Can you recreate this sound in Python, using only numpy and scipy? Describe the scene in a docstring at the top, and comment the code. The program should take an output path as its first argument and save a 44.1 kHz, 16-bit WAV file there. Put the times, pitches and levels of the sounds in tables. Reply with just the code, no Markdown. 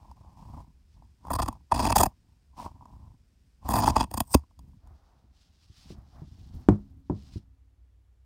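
"""Tailor's scissors cut through a seam in four strokes, heard by a small microphone fixed to the handle.
Crackling thread impulses ring the blades and handle as resonances, and a rising force jolts the grip.
Between and during strokes the blades slide and creep as grainy noise; closing, they swish and clack,
and the pivot ticks. Then a hand smooths the cloth in filtered noise and the scissors are laid on the
wooden table, whose knocks are decaying sines. Behind it lie quiet room air and a late, low hum."""
import sys
import numpy as np
from scipy import signal
from scipy.fft import rfft, irfft, next_fast_len
from scipy.io import wavfile
from scipy.ndimage import map_coordinates

SR = 44100
rng = np.random.default_rng(int(sys.argv[2]) if len(sys.argv) > 2 else 0)


def output_pcm(signal):
    """Save a mono or channel-first signal as 16-bit PCM at the path in sys.argv[1].

    Samples are clipped to [-1, 1] before scaling.
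    """
    pcm = np.clip(np.atleast_2d(signal).T, -1, 1) * 32767
    wavfile.write(sys.argv[1], SR, np.round(pcm).astype(np.int16))


N = 363825  # samples, 8.25 s

# Resonances of the steel blades. Each row: centre in Hz, width in Hz, level in dB.
BLADE_MODES = [(2573, 130, -2), (3340, 200, -3), (4860, 350, 1.5), (6900, 520, -2), (8240, 370, -4),
               (8740, 220, 1.5), (9350, 400, -3.5), (10660, 510, -6), (12304, 980, -15), (13100, 500, -8),
               (14100, 860, -6), (15600, 400, -10)]
# Colour of steel sliding on steel. Each row: frequency in Hz, relative level in dB.
SLIDE_COLOUR = [(150, -11), (290, -8.5), (420, -23), (520, -16.5), (660, -10), (780, -6.5), (980, 0.5),
                (1100, -8.5), (1400, -28), (2200, -42), (5000, -58)]
# Colour of the rumble of handling at the microphone. Each row: frequency in Hz, relative level in dB.
HANDLING_COLOUR = [(15, -12.5), (35, -2), (65, 7), (130, -5), (260, -12.5), (400, -31), (900, -55.5)]


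def amp(db):
    """Decibels to gain."""
    return 10 ** (np.asarray(db) / 20)


def unit(x):
    """Scale to rms 1."""
    return x / np.sqrt(np.mean(x ** 2) + 1e-20)


def lasting(x, seconds):
    """Scale to the energy of rms 1 held for that long."""
    return x * np.sqrt(seconds * SR / (np.sum(x ** 2) + 1e-20))


def add(track, s, x):
    """Mix x into the track from time s."""
    start = max(round(s * SR), 0)
    track[start:start + len(x)] += x[:max(len(track) - start, 0)]


def wobble(rate):
    """A smooth random curve, rate knots a second."""
    knots = rng.standard_normal(int(N * rate / SR) + 4)
    return map_coordinates(knots, [np.arange(N) * rate / SR])


def colour(x, points):
    """Causal minimum-phase filter with the gain of the (Hz, dB) points."""
    m = 2 * next_fast_len(len(x))
    hz, db = np.transpose(points)
    f = np.fft.rfftfreq(m, 1 / SR)
    log_gain = np.log(amp(np.interp(np.log(f + 1), np.log(hz), db)))
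    # folding the cepstrum onto positive times makes the filter causal
    cepstrum = irfft(log_gain, m)
    cepstrum[1:m // 2] *= 2
    cepstrum[m // 2 + 1:] = 0
    response = np.exp(rfft(cepstrum))
    return irfft(rfft(x, m) * response, m)[:len(x)]


def resonate(x, modes):
    """Pass x through (Hz, width Hz, dB) resonances of alternating sign."""
    m = 2 * next_fast_len(len(x))
    f = np.fft.rfftfreq(m, 1 / SR)
    response = 0
    for k, (centre, width, db) in enumerate(modes):
        damping = 1j * f * width
        response = response + (-1) ** k * amp(db) * damping / (centre * centre - f * f + damping)
    return irfft(rfft(x, m) * response, m)[:len(x)]


def grains(n, rate, spread_db):
    """Random tiny impulses of uneven size, on average rate a second, rms 1."""
    chance, size, sign = rng.random(n), rng.standard_normal(n), rng.choice([-1, 1], n)
    return unit((chance < rate / SR) * sign * amp(spread_db * np.clip(size, -2, 2)))


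def spells(rows, rise_db_per_s, fall_db_per_s):
    """Gain of (start, end, dB) movements that rise, hold and die away."""
    t = np.arange(0, N, 64) / SR
    power = 0
    for start, end, db in rows:
        rise = rise_db_per_s * np.maximum(start - t, 0)
        fall = fall_db_per_s * np.maximum(t - end, 0)
        power = power + amp(db - rise - fall) ** 2
    return np.interp(np.arange(N) / SR, t, np.sqrt(power))


def swells(rows):
    """Gain of bell-shaped (middle, length, dB) movements, at half power on their edges."""
    t = np.arange(0, N, 64) / SR
    power = sum(amp(db) ** 2 * .5 ** ((2 * (t - middle) / length) ** 2) for middle, length, db in rows)
    return np.interp(np.arange(N) / SR, t, np.sqrt(power))


def room():
    """Quiet room air as coloured noise; low sines hum through the table once the scissors rest on it."""
    # Hum carried by the table. Each row: frequency in Hz, rms level in dB.
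    hum_tones = [(60, -59.5), (96, -68.5)]
    # Colour of the room air. Each row: frequency in Hz, relative level in dB.
    room_colour = [(15, -38), (25, -7), (70, 2.5), (87, -9.5), (217, -28.5), (277, -25), (607, -35.5),
                   (754, -34), (887, -36.5), (7510, -49), (16000, -56)]
    air_db, laid_s = -62.5, 6.69  # rms level of the air; the scissors touch the table
    t = np.arange(N) / SR
    hum = sum(amp(db) * np.sqrt(2) * np.sin(2 * np.pi * (hz * t + rng.random())) for hz, db in hum_tones)
    contact = np.clip((t - laid_s) / .1, 0, 1)
    air = unit(colour(rng.standard_normal(N), room_colour))
    return hum * contact + amp(air_db) * air


def smoothing():
    """The palm brushes the weave; hand and scissors glide over the table with a broad swish and a rumble."""
    # The free hand gathers and smooths the cloth. Each row: middle in seconds, length in seconds, level in dB.
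    sweeps = [(.93, 0.051, -76.5), (5.02, 0.36, -81), (5.41, 0.077, -69), (5.72, .26, -69.5),
              (5.82, 0.091, -59.5), (5.915, 0.036, -59), (6.17, 0.17, -75.5), (6.46, 0.4, -70.5),
              (7.22, 0.13, -67), (7.35, 0.06, -62.5)]
    # Hand and scissors glide over the covered table.
    # Each row: middle in seconds, length in seconds, swish level in dB, rumble level in dB.
    glides = np.array([(4.9, .08, -66, -50.5), (5.088, .22, -70, -70), (5.5, 0.43, -83, -63.5),
                       (5.96, 0.16, -66, -47.5), (6.186, 0.072, -60.5, -45.5), (6.42, 0.19, -74.5, -46.5),
                       (6.594, .12, -66.5, -39), (6.85, 0.22, -80.5, -45.5), (7.3, 0.16, -73, -48.5)])
    # Colour of cloth under the palm. Each row: frequency in Hz, relative level in dB.
    palm_colour = [(710, -31), (1200, -13), (2320, -12.5), (2890, -8.5), (5130, -5), (7330, -16),
                   (8630, -18), (10700, -26), (15200, -29.5), (16000, -25.5)]
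    brushing = swells(sweeps)
    weave = grains(N, rate=6500, spread_db=4.5) * amp(1.7 * wobble(45))
    # a brisker sweep of the palm is brighter
    brisk = amp(-25) * np.minimum(brushing / amp(-62), 1) ** 2
    bright = unit(colour(weave, [(3000, -23), (7000, 1), (9000, -1.5), (15000, -21)]))
    palm = unit(colour(weave, palm_colour)) + brisk * bright
    swish_colour = [(200, -2.5), (500, -4.0), (750, 5), (1100, -1), (1900, -14.5), (3500, -32.0)]
    swish = unit(colour(rng.standard_normal(N), swish_colour))
    rumble = colour(grains(N, rate=5200, spread_db=2.0), HANDLING_COLOUR)
    rumble = unit(amp(4.4 * wobble(75)) * rumble)
    return brushing * palm + swells(glides[:, [0, 1, 2]]) * swish + swells(glides[:, [0, 1, 3]]) * rumble


def knocks():
    """Blows on the cloth-covered table; softer contact gives a duller sound that dies sooner."""
    # Knocks on the table and handle. 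Each row: time in seconds, level in dB, hardness in dB of treble.
    blows = [(4.903, -42, -16), (5.238, -48, -19), (5.696, -39.5, -26), (5.902, -31, -6),
             (6.215, -30.5, -23.5), (6.685, -0.5, -0.5), (6.722, -13, -15), (7.096, -13.5, -6),
             (7.356, -21.5, -14.5)]
    # Scissors on the table. Each row: frequency in Hz, mean level in dB, t60 in seconds for the hardest blows.
    table_modes = [(102, 0, .17), (151, -3, .16), (205, -4, .27), (301, 0, .13), (355, -1, .14),
                   (420, -10, .13), (581, -15, .11), (721, -11, .1), (840, -20, .11), (950, -18, .13)]
    # Long ring of the handle loops, with the same columns: Hz, dB, seconds.
    loop_modes = [(270, -42, 2.4)]
    # Colour of the thud. Each row: frequency in Hz, relative level in dB.
    thud_colour = [(25, -17), (80, 3), (350, -4.5), (520, -14), (1000, -14.5), (1600, -28.5), (3000, -42),
                   (8500, -48.5), (16000, -67)]
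    out, t = np.zeros(N), np.arange(2 * SR) / SR
    for s, db, hard_db in blows:
        wood = 0
        for hz, level, t60 in table_modes + loop_modes:
            wood = wood + amp(level + rng.normal(0, 1) - 60 * t / t60) * np.sin(2 * np.pi * hz * t)
        # a brief crush of cloth, then scattered answers from the room
        crush = rng.standard_normal(len(t)) * amp(-60 * t / .025)
        echoes = grains(len(t), rate=1200, spread_db=1.5) * amp(-16 - 60 * t / .2)
        damping = amp(21 * min(hard_db + 5, 0) * t)
        knock = damping * (unit(wood) + unit(colour(crush + echoes, thud_colour)))
        knock = colour(knock, [(25, -1), (80, 6.5), (200, 4.5), (800, hard_db), (4000, 4 * hard_db)])
        add(out, s + .002, amp(db) * lasting(knock, 0.0022))
    return out


def sliding():
    """The blades slide in small slips, brushing the cloth, while the grip rumbles."""
    # The blades slide open or creep along the cloth.
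    # Each row: start in seconds, end in seconds, scrape drive in dB, grip rumble in dB.
    slides = np.array([(0, 0.123, -57.5, -49), (0.162, 0.345, -59.5, -52), (0.374, 0.617, -53, -44.5),
                       (.7, 0.787, -81, -63), (.95, 1.084, -74, -57.5), (1.24, 1.551, -55, -47),
                       (1.747, 2.052, -41.5, -45.5), (2.25, 2.38, -78.5, -60.5), (2.584, 2.653, -38, -43.5),
                       (2.698, 2.917, -61.5, -51.5), (2.92, 3.119, -64, -50), (3.66, 4.008, -40, -35),
                       (4.14, 4.22, -57, -49), (4.314, 4.359, -48, -49), (4.59, 4.72, -75, -49)])
    # Colour of cloth on the blades. Each row: frequency in Hz, relative level in dB.
    blade_cloth_colour = [(880, -30), (1500, -5.5), (2160, -7.5), (2460, -5), (2860, -6), (5220, -9.5),
                          (6000, -13), (8920, -11), (10600, -18), (15200, -20), (16000, -24)]
    rise, scrape_fall, grip_fall = 650.5, 379.5, 201.5  # dB per second
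    brush_db = -19  # cloth on the blades, relative to the scrape drive
    rest_brush_db, rest_grip_db = -81.5, -65  # a hand holding the scissors is never quite still
    lift_s = 4.85  # the blades leave the cloth
    slips = wobble(75)
    in_cloth = np.clip((lift_s - np.arange(N) / SR) / 0.083, 0, 1)
    speed = spells(slides[:, [0, 1, 2]], rise, scrape_fall)
    effort = spells(slides[:, [0, 1, 3]], rise, grip_fall)
    grip = unit(amp(3.4 * slips) * colour(grains(N, rate=8400, spread_db=2.5), HANDLING_COLOUR))
    # a faster slide runs more evenly
    catch_db = np.interp(speed, amp([-60, -40]), [4.5, 2.2])
    scrape = unit(colour(grains(N, rate=1400, spread_db=7), SLIDE_COLOUR))
    scrape = amp(catch_db * slips - 3.5) * scrape
    weave = grains(N, rate=8700, spread_db=5) * amp(0.55 * slips)
    blade_ring = unit(resonate(weave, [(5000, 1100, -0.5), (9100, 290, -6)]))
    brush = unit(unit(colour(weave, blade_cloth_colour)) + amp(-4.5) * blade_ring)
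    stirring = amp(rest_brush_db + 1.4 * wobble(4.6)) * in_cloth
    brush_gain = np.hypot(amp(brush_db) * speed, stirring)
    grip_gain = np.hypot(effort, amp(rest_grip_db) * in_cloth)
    return speed * scrape + brush_gain * brush + grip_gain * grip


def ticks():
    """The pivot catches and lets go: a short noise burst in the slide's colour, with ringing blades on top."""
    # Small ticks of the pivot. Each row: time in seconds, peak in dB, treble in dB relative to the body.
    slips = [(0.113, -43, -15.5), (0.247, -49, -25), (0.603, -41.5, -22), (1.022, -47, -26),
             (1.251, -35, -27), (1.269, -34, -19), (1.283, -31, -25), (1.527, -36, -14), (2.662, -25, -31),
             (2.809, -43, -38), (2.855, -42, -21), (4.436, -48.5, -29), (4.509, -58, -18), (4.591, -44, -4),
             (4.733, -58.5, -22), (4.872, -52, -9)]
    out, t = np.zeros(N), np.arange(SR // 10) / SR
    for s, db, treble_db in slips:
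        slip = rng.standard_normal(len(t)) * amp(-60 * t / 0.019)
        treble = unit(colour(resonate(slip, BLADE_MODES), [(9000, -1.5), (13000, -5)]))
        tick = unit(colour(slip, SLIDE_COLOUR)) + amp(treble_db) * treble
        add(out, s, amp(db) * tick / np.abs(tick).max())
    return out


def closing():
    """The bare edges swish past each other, then the handles meet with a short, hard clack and a jolt."""
    # Bare edges near the tips. Each row: centre in Hz, width in Hz, level in dB.
    tip_modes = [(5298, 690, -10.5), (8000, 480, -3.5), (8700, 340, 1.5), (14200, 630, -6.5)]
    shut_s, clack_db, swish_db = 4.349, -2.5, -39.5  # moment of the clack, its peak, base level of the swish
    out, lead = np.zeros(N), .1
    t = np.arange(SR // 3) / SR - lead
    speed_db = np.interp(t, [-.1, -.05, -.037, -.015, 0, .03], [-30, -20, -2, 1, -6, -90])
    edges = unit(resonate(grains(len(t), rate=5500, spread_db=8), tip_modes))
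    swish = amp(swish_db + speed_db + 3.2 * wobble(150)[:len(t)]) * edges
    blow = (t >= 0) * amp(-60 * np.abs(t) / 0.0034)
    handle_modes = [(72, 20, 8.5), (262.2, 60, 8.5), (390, 450, 2), (680, 280, 3.5), (3600, 1800, -12)]
    clack = resonate(blow, handle_modes)
    add(out, shut_s - lead, swish + amp(clack_db) * clack / np.abs(clack).max())
    return out


def bite(t, length, crunch_db, ring_db, sharp_db, ring_hz):
    """A bunch of threads loads the blades, crackles apart and lets the handle spring back."""
    # The hand-held scissors rocking. Each row: centre in Hz, width in Hz, level in dB.
    grip_modes = [(60.5, 55, 3.5), (110, 94, -1.5), (219, 63, 0.5), (280, 110, -8.5)]
    # Colour of bare fibre noise. Each row: frequency in Hz, relative level in dB.
    fibre_colour = [(600, -39), (1400, 3), (1900, 5.5), (2200, -6.5), (3600, -9.5), (6000, -10.5),
                    (10000, -6), (12200, -18.5), (15200, -9.5)]
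    fibre_db, spread_db = -12, 3  # fibre noise under the blades' ring; spread of the modes from bite to bite
    recoil_base_db, recoil_grows = -14, .35  # jolt at full-scale crunch; dB of jolt per dB of crunch
    # the crackle swells as the edges sink in and stops dead when the bunch parts
    shear_s = [-.02, -.004, 0, .4 * length, length, length + .003, length + .11]
    shear = amp(np.interp(t, shear_s, [-70, -28, -7, 0, -2, -27, -90]))
    # fine fibres crackle; whole threads part one after another with bigger snaps
    fibres = grains(len(t), rate=3500, spread_db=6.5)
    threads = grains(len(t), rate=420, spread_db=3)
    snaps = (fibres + threads) * shear
    # the balance of the blade modes varies at random from bite to bite
    balance = rng.standard_normal(len(BLADE_MODES))
    modes = [(hz, width, db + spread_db * chance) for (hz, width, db), chance in zip(BLADE_MODES, balance)]
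    steel = unit(resonate(snaps, modes)) + amp(fibre_db) * unit(colour(snaps, fibre_colour))
    steel = colour(steel, [(2200, -.3 * sharp_db), (5500, 0.0015), (9000, sharp_db), (14000, 2.0 * sharp_db)])
    # the handle rings in three modes, pitched by the squeeze's reference
    ring = resonate(snaps, [(ring_hz * .55, 200, -10), (ring_hz * .77, 120, -4), (ring_hz * 1.07, 170, 0)])
    ring = colour(ring, [(100, -4.5), (480, -6), (660, 1.0), (1120, -0.5),
                         (1400, -12.5), (1850, -4.5), (2300, -21.5), (8000, -43.5)])
    # force builds up, then drops as the last thread goes
    force = np.clip(t / length, 0, 1) * np.clip((length - t) / 0.0011 + 1, 0, 1)
    shaking = unit(colour(snaps, [(30, -5.5), (300, -4), (900, -29.0)]))
    recoil = resonate(unit(force) + shaking, grip_modes)
    recoil = colour(recoil, [(20, -15), (70, -5.5), (125, -0.5), (250, -5), (350, -0.5), (550, -9.5), (2000, -42.5)])
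    # a stronger bite jolts the handle more; the faintest barely move it
    recoil_db = min(recoil_base_db + recoil_grows * crunch_db, ring_db + 2.5)
    parts = [(steel, crunch_db), (ring, ring_db), (recoil, recoil_db)]
    return sum(amp(db) * lasting(part, length) for part, db in parts)


def cutting():
    """Each squeeze parts a run of small threads and a few thick bunches, all in the colour of that seam stretch."""
    # Thick bunches of threads giving way.
    # Each row: start in seconds, length in seconds, crunch level in dB, handle ring level in dB.
    bunches = [(1.303, .009, -44, -26.5), (1.332, 0.0082, -35, -30.5), (1.349, 0.014, -38.5, -31),
               (1.387, 0.018, -41, -25.5), (1.419, 0.015, -35, -30), (1.459, 0.0039, -46, -35.5),
               (1.48, 0.0076, -38, -27), (1.716, 0.011, -38, -16), (1.79, 0.015, -35, -25),
               (1.845, 0.011, -33.5, -25.5), (1.866, 0.011, -35, -27), (1.897, 0.011, -33, -23),
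               (1.919, .008, -29, -22.5), (1.957, 0.012, -23, -15.5), (1.979, 0.01, -24, -29),
               (1.998, .017, -24.5, -18.5), (2.031, 0.0072, -21.5, -16.5), (2.057, 0.0082, -34, -24),
               (3.685, 0.0071, -36, -26), (3.734, 0.0055, -32, -21), (3.755, .012, -33.5, -24),
               (3.783, .011, -33.5, -24), (3.83, 0.013, -37.5, -22.5), (3.876, 0.005, -33, -11.5),
               (3.959, .011, -32.5, -16), (4.002, .011, -32, -21), (4.037, 0.0078, -43.5, -36.5),
               (4.111, 0.0035, -43, -39), (4.139, 0.0055, -34, -30.5), (4.172, 0.0091, -33, -30.5),
               (4.203, 0.005, -24, -22.5), (4.341, 0.0085, -21, -16)]
    # Squeezes of the handles, each through one stretch of seam. Each row: start in seconds, end in seconds,
    # mean level of small threads in dB, sharpness in dB at 9 kHz, reference for the handle's modes in Hz.
    squeezes = [(1.315, 1.345, -41.5, 3.5, 934), (1.389, 1.49, -62, -1, 1030),
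                (1.747, 1.91, -41.5, -4.5, 870), (1.971, 2.05, -40.5, 2, 800), (3.701, 3.81, -40, 2.5, 930),
                (3.809, 3.908, -39, -3.5, 870), (3.958, 4.04, -42.5, -5.5, 890),
                (4.121, 4.213, -62.5, 2.5, 920)]
    threads_per_s, thread_s = 65, .013  # small threads: rate, length of each
    scatter_db, thread_ring_db = 2, 7.5  # small threads: spread of strength, handle ring over crunch
    out, lead = np.zeros(N), .02
    t = np.arange(SR // 7) / SR - lead
    for s, length, crunch_db, ring_db in bunches:
        # the squeeze nearest in time lends its colour
        *_, sharp_db, ring_hz = min(squeezes, key=lambda row: max(row[0] - s, s - row[1]))
        add(out, s - lead, bite(t, length, crunch_db, ring_db, sharp_db, ring_hz))
    for start, end, thread_db, sharp_db, ring_hz in squeezes:
        for s in np.arange(start, end - thread_s / 2, 1 / threads_per_s):
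            db = thread_db + scatter_db * rng.standard_normal()
            early = rng.random() / threads_per_s / 2
            add(out, s - early - lead, bite(t, thread_s, db, db + thread_ring_db, sharp_db, ring_hz))
    return out


def scene():
    """Everything reaches the one microphone on the handle."""
    background = room() + smoothing() + knocks()
    scissors = sliding() + ticks() + closing() + cutting()
    return (background + scissors)[None]


def record(dry):
    """The recorder thins the deepest bass, clips at full scale and rolls off steeply above its band limit."""
    top_hz = 15700
    dry = signal.sosfilt(signal.butter(2, 32, "high", fs=SR, output="sos"), dry)
    m = next_fast_len(N + SR // 2)
    above = np.clip((np.fft.rfftfreq(m, 1 / SR) - top_hz) / 900, 0, 1.2)
    return irfft(rfft(np.clip(dry, -1, 1), m) * amp(-80 * above ** 2), m)[..., :N]


dry = scene()
out = record(dry)
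output_pcm(out)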